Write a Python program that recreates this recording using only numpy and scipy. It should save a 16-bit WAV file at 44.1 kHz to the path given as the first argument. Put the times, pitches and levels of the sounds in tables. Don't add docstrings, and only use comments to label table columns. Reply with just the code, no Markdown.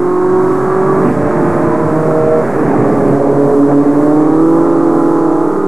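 import sys
import numpy as np
from scipy.fft import rfft, irfft, next_fast_len
from scipy.io import wavfile
from scipy.ndimage import uniform_filter1d, minimum_filter1d, map_coordinates

SR = 44100
rng = np.random.default_rng(int(sys.argv[2]) if len(sys.argv) > 2 else 0)


def persist_wave(psi):
    counts = np.round(np.clip(psi, -1, 1) * 32767).astype(np.int16)
    wavfile.write(sys.argv[1], SR, np.atleast_2d(counts).T)


N = 250047


def amp(db):
    return 10 ** (np.asarray(db) / 20)


def unit(x):
    return x / np.sqrt(np.mean(x ** 2) + 1e-20)


def along(points, hz):
    f, v = np.transpose(points)
    return np.interp(np.log(hz + 1), np.log(f + 1), v)


def clock():
    return np.arange(N) / SR


def curves(rows):
    times, *columns = np.transpose(rows)
    return [np.interp(clock(), times, column) for column in columns]


def wobble(rate):
    coarse = np.linspace(0, N / SR, 1500)
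    knots = rng.standard_normal(1024)
    return np.interp(clock(), coarse, map_coordinates(knots, [coarse * rate], mode="wrap"))


def filtered(x, response):
    size = next_fast_len(N + SR // 4)
    return irfft(rfft(x, size) * response(np.fft.rfftfreq(size, 1 / SR)), size)[..., :N]


def noise(colour):
    return unit(filtered(rng.standard_normal(N), lambda hz: amp(along(colour, hz))))


def tone(turns):
    return np.sqrt(2) * np.sin(2 * np.pi * (turns + rng.random()))


def limiter(x, ceiling, size=400):
    needed = np.minimum(1, ceiling / (np.abs(x).max(axis=0) + 1e-9))
    return x * uniform_filter1d(minimum_filter1d(needed, size), size)


def tape(hiss_db, bright_hz, hum_db, whine_db):
    # frequency in Hz, relative level in dB.
    hiss_colour = [(30, 1), (100, 9), (3000, -1), (5000, -1.5), (8000, 1), (10500, -3), (12500, -9),
                   (14000, -16), (15500, -23)]
    whine_tones = [(3801, -64.5), (4603, -66), (5001, -69.5), (5798, -73.5), (6202, -69), (6998, -63),
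                   (8000, -63), (8199, -72.5)]
    t = clock()
    throb = np.cos(2 * np.pi * 2 * (t - .03))
    ends_db = np.interp(t, [0, .5, 5.3, 5.67], [-2.5, 0.5, 0, -3.5])
    steady = noise(hiss_colour)
    treble = filtered(steady, lambda hz: np.clip(hz / bright_hz, 0, .6) ** 2)
    hiss = amp(hiss_db + ends_db) * (steady + throb * treble)
    hum = amp(hum_db) * tone(50 * t)
    whine = sum(amp(db + whine_db) * tone(hz * t) for hz, db in whine_tones)
    return hiss + hum + whine


def distant_car(firing_db):
    # time in seconds, pitch in Hz, level in dB.
    approach = [(5.3, 397, -73), (5.45, 397.7, -30), (5.6, 394.7, -17), (5.67, 387, -16)]
    hz, db = curves(approach)
    turns = np.cumsum(hz) / SR
    gain = amp(db + wobble(39)) * (clock() > approach[0][0])
    return gain * (tone(turns) + amp(firing_db) * tone(turns / 2))


def thin_tones(tone_db, waver_hz):
    # start and end in seconds, first and last pitch in Hz, relative level in dB.
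    glides = [(.48, .88, 1142, 1198, -27), (.7, 1.1, 1122, 1172, -27), (1.6, 1.93, 975, 978, -28),
              (1.55, 1.92, 1022, 1015, -29), (2.66, 3.1, 1146, 1170, -33)]
    out, t = np.zeros(N), clock()
    for start, end, from_hz, to_hz, db in glides:
        hz = np.interp(t, [start, end], [from_hz, to_hz]) + waver_hz * wobble(49)
        progress = np.clip((t - start) / (end - start), 0, 1)
        swell = np.sqrt(np.abs(np.sin(np.pi * progress)))
        flicker_db = 2.5 * wobble(30)
        out += amp(db + tone_db + flicker_db) * swell * tone(np.cumsum(hz) / SR)
    return out


def nearness():
    # time when nearest in seconds, strength in dB, seconds to fall by 3 dB.
    passes = [(1.42, 0, 0.54), (2.7, 0.5, 0.24), (4.0, -6.5, 0.37)]
    t = clock()
    return np.sqrt(sum(amp(db) ** 2 / (1 + ((t - s) / width) ** 2) for s, db, width in passes))


def overrun(ramp_s):
    # start in seconds, end in seconds, level in dB.
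    spells = [(.3, 0.917, -23), (.92, 1.213, -20), (1.205, 2.363, -22.5), (2.64, 3.171, -17.5)]
    t = clock()
    return sum(amp(db) * np.clip(.5 + np.minimum(t - start, end - t) / ramp_s, 0, 1)
               for start, end, db in spells)


def pack_noise(puffs, pulsing, burble_db, roar_db, wash_db):
    # frequency in Hz, relative density in dB.
    burble_colour = [(40, -50), (80, -20), (125, -1.5), (220, 0), (310, -1.5), (450, -15), (800, -10.5),
                     (1500, -58)]
    bark_colour = [(250, -24.5), (400, -4.5), (580, -8.5), (720, -12.5), (900, -23.5), (1400, -48.5)]
    roar_colour = [(80, -13.5), (200, 0), (330, 8.5), (520, -13.5), (750, 1), (1100, 0), (1400, -4.5),
                   (1900, -29.5), (3000, -32)]
    wash_colour = [(500, -31), (1200, 1.5), (1650, 5.5), (2000, -1.5), (2500, -10), (3200, -14.5)]
    # time in seconds, relative level in dB.
    roar_levels = [(0.0, -24), (1.04, -17), (1.12, -23.5), (1.4, -18), (1.86, -22.5), (1.89, -20.5),
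                   (2.68, -21.5), (3.41, -26), (3.69, -18.5), (3.82, -26.5), (4.01, -21), (4.34, -26.5),
                   (4.47, -23.5), (5.67, -23)]
    bark_levels = [(.7, -33), (1.1, -23.5), (2.35, -26.5), (2.7, -20), (3.25, -17), (3.85, -19.5),
                   (4.7, -31), (5.4, -36)]
    roar_level_db, = curves(roar_levels)
    bark_db, = curves(bark_levels)
    mean_puff = uniform_filter1d(puffs, SR // 20) + 1e-6
    chop = 1 + pulsing * (puffs / mean_puff - 1)
    near = nearness()
    burble_gain = np.hypot(overrun(ramp_s=0.027), amp(burble_db) * near)
    burble = burble_gain * unit(noise(burble_colour) * amp(0.46 * wobble(40)))
    bark = amp(bark_db) * unit(noise(bark_colour) * chop)
    roar = amp(roar_db + roar_level_db) * unit(noise(roar_colour) * chop)
    wash = amp(wash_db) * near * unit(noise(wash_colour) * chop)
    return burble + bark + roar + wash


def pipe_bursts(burst_db, width_s):
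    # time in seconds, relative level in dB, rough pitch in Hz.
    flares = [(1.09, -9, 208), (1.27, -20.5, 100), (1.51, -22, 100.1), (1.66, -21, 126.1),
              (1.88, -20, 114.3), (2.08, -15, 330), (2.28, -17.5, 109), (2.70, -18.5, 151),
              (2.72, -18.5, 543), (2.83, -11.5, 251), (3.10, -12.5, 165)]
    out = np.zeros(N)
    for s, db, hz in flares:
        swell = np.exp(-((clock() - s) / width_s) ** 2)
        gas = swell * noise([(hz / 4.9, -30), (hz / 1.03, 0), (hz * 1.74, 0), (hz * 3, -35)])
        out += amp(db + burst_db) * gas * np.linalg.norm(swell) / np.linalg.norm(gas)
    return out


def throttle_lifts(recovery_s):
    # time in seconds, level step in dB.
    lifts = [(1.1, -1.5), (2.432, 1.5)]
    t = clock()
    return amp(sum(db * np.clip((t - s) / 0.0068, 0, 1) * np.exp(-((t - s) / recovery_s) ** 2)
                   for s, db in lifts))


def weak_orders(turns, firing_hz, strong, count=64, size=4096):
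    # frequency in Hz, relative level in dB.
    pipe = [(100, -32.5), (270, -11), (600, -18), (1100, -9), (1500, -24.5), (2400, -44.5)]
    orders = np.arange(count) / 4
    gain = amp(along(pipe, orders * firing_hz) + rng.normal(0, 2.5, count))
    is_weak = (orders > 1) & ~np.isin(orders, strong)
    phases = np.exp(2j * np.pi * rng.random(count))
    cycle = irfft(gain * is_weak * phases, size) * size / np.sqrt(2)
    return np.interp(turns / 4 % 1 * size, np.arange(size), cycle)


def engine(run, voice, orders, turn_s, boom_hz, boom_db, upper_db, weak_db, flutter_db, jitter,
           sputter_db, rasp_db_per_hz=0, boom_width_hz=25):
    t = clock()
    firing_hz, level_db = curves(run)
    _, usual_hz, usual_db = np.mean(run, axis=0)
    turns = np.cumsum(firing_hz) / SR + jitter * (wobble(14) + .5 * wobble(60))
    turned = np.clip(.5 + (t - turn_s) / 0.17, 0, 1)
    low = np.zeros(N)
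    for k, (before, after) in enumerate(voice, 1):
        resonance = np.exp(-((k * firing_hz - boom_hz) / boom_width_hz) ** 2)
        order_db = level_db + before + (after - before) * turned + boom_db * resonance
        low += amp(order_db + sputter_db * wobble(45)) * tone(k * turns)
    upper = sum(amp(db + flutter_db * wobble(7)) * tone(k * turns + 0.12 * wobble(18))
                for k, db in orders)
    strong = [k for k, _ in orders] + list(range(len(voice) + 1))
    weak = weak_orders(turns + 0.026 * wobble(25), np.mean(firing_hz), strong)
    rasp_gain = amp(upper_db + 0.5 * (level_db - usual_db) + rasp_db_per_hz * (firing_hz - usual_hz))
    exhaust = low + rasp_gain * (upper + amp(weak_db) * weak)
    puffs = rasp_gain * (1 + np.cos(2 * np.pi * turns)) ** 2
    outside_s = np.maximum(run[0][0] - t, t - run[-1][0])
    heard = np.clip(1 - outside_s / 0.041, 0, 1)
    return heard * exhaust, heard * puffs


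def near_cars():
    # time in seconds, firing rate in Hz, relative level in dB.
    first_run = [(0, 179, -15), (.2, 182, -14.5), (.35, 184.8, -11), (.58, 186, -17), (.8, 189.2, -14.5),
                 (1.06, 191.1, -16), (1.105, 187, -39.5), (1.42, 174.6, -17), (1.7, 169.8, -19),
                 (2.08, 156.8, -29)]
    second_run = [(0, 127.9, -38.5), (.45, 134, -31.5), (1.0, 146.7, -22.5), (1.25, 148.5, -21),
                  (1.52, 150.9, -26), (2.0, 157.3, -20), (2.3, 156.8, -17), (2.415, 157.7, -18),
                  (2.435, 155.8, -29)]
    third_run = [(2.57, 154.1, -18), (2.68, 149.5, -19), (3.05, 142.7, -21.5), (3.7, 143.3, -15),
                 (3.98, 146.2, -15.5), (4.18, 152.5, -12.5), (4.3, 155.2, -16.5), (4.45, 163.2, -10),
                 (4.68, 168.1, -17), (4.9, 165.7, -17.5), (5.08, 167.6, -18), (5.27, 164.2, -18.5),
                 (5.55, 170, -24), (5.67, 172.6, -29.5)]
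    fourth_run = [(1.0, 122.4, -36.5), (2.2, 133.5, -24), (2.95, 136.9, -18.5), (3.25, 138.5, -13),
                  (3.5, 140.9, -10), (4.0, 139.9, -22), (4.55, 140.1, -21.5), (5.5, 151.8, -22),
                  (5.67, 153.4, -27.5)]
    # relative dB before the car swings round, and after.
    first_voice = [(-14.5, -8), (1.5, 1.5), (-20.5, -31), (-19, -25)]
    second_voice = [(-1, -6), (-1, -4), (1, 3), (-6, -2.5)]
    third_voice = [(-10.5, -9.5), (1, 5), (-3, -5), (-23, -20)]
    fourth_voice = [(-12, -10), (-7.5, 4.5), (-2, -1), (-11, -10)]
    # multiple of the firing rate, relative level in dB.
    first_orders = [(1.5, 1.5), (1.75, 3.5), (2.25, -1), (4.75, -26), (5, -3), (5.25, -3.5), (5.75, -4),
                    (6, -1), (6.25, -13), (6.75, -20), (7, -4), (8.75, -10.5)]
    second_orders = [(2.25, -1.5), (2.5, -2.5), (3.75, -4.5), (4.25, 0.5), (5, -3), (7, -3), (8.5, -2.5)]
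    third_orders = [(1.5, -18.5), (2.25, 5), (2.5, 3.5), (5, 0.5), (5.25, -10), (6, -3), (6.25, -9),
                    (7, -14), (7.25, -4), (8, -6.5)]
    fourth_orders = [(1.75, 4), (2.25, 0.5), (2.75, 1), (3.5, -6.5), (4.25, 2.5), (5, 0), (7, -5),
                     (8.5, -10)]
    cars = [engine(first_run, first_voice, first_orders, turn_s=0.89, boom_hz=730, boom_db=3,
                   upper_db=-32.5, weak_db=-1, flutter_db=3.0, jitter=0.0055, sputter_db=-0.2),
            engine(second_run, second_voice, second_orders, turn_s=2.2, boom_hz=612.5, boom_db=7,
                   upper_db=-33.5, weak_db=-3, flutter_db=3.0, jitter=0.011, sputter_db=2.0),
            engine(third_run, third_voice, third_orders, turn_s=3.564, boom_hz=595, boom_db=13.5,
                   upper_db=-29, weak_db=-1, flutter_db=1.86, jitter=0.015, sputter_db=0.5,
                   rasp_db_per_hz=0.15),
            engine(fourth_run, fourth_voice, fourth_orders, turn_s=3.547, boom_hz=564, boom_db=3,
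                   upper_db=-34, weak_db=-2.5, flutter_db=3.5, jitter=0.011, sputter_db=1.5)]
    return np.sum(cars, axis=0)


def scene():
    exhausts, puffs = near_cars()
    pack = pack_noise(puffs, pulsing=0.23, burble_db=-21.5, roar_db=-1.5, wash_db=-29.5)
    track = throttle_lifts(recovery_s=0.083) * (exhausts + pack)
    track += distant_car(firing_db=-8)
    track += pipe_bursts(burst_db=-1.5, width_s=0.045)
    track += thin_tones(tone_db=-0.5, waver_hz=5.19)
    return track * amp([[-.75], [.75]])


def record(dry):
    mic_top_hz, band_top_hz, offset = 2525, 15700, .073
    edge_fade = np.clip(np.minimum(clock(), clock()[::-1]) / .004, 0, 1)
    dull = filtered(dry * edge_fade, lambda hz: 1 / np.sqrt(1 + (hz / mic_top_hz) ** 20))
    taped = limiter(dull, ceiling=.92) + tape(hiss_db=-45.0, bright_hz=26000, hum_db=-53.5, whine_db=-5)
    return filtered(taped, lambda hz: hz < band_top_hz) + offset


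dry = scene()
out = record(dry)
persist_wave(out)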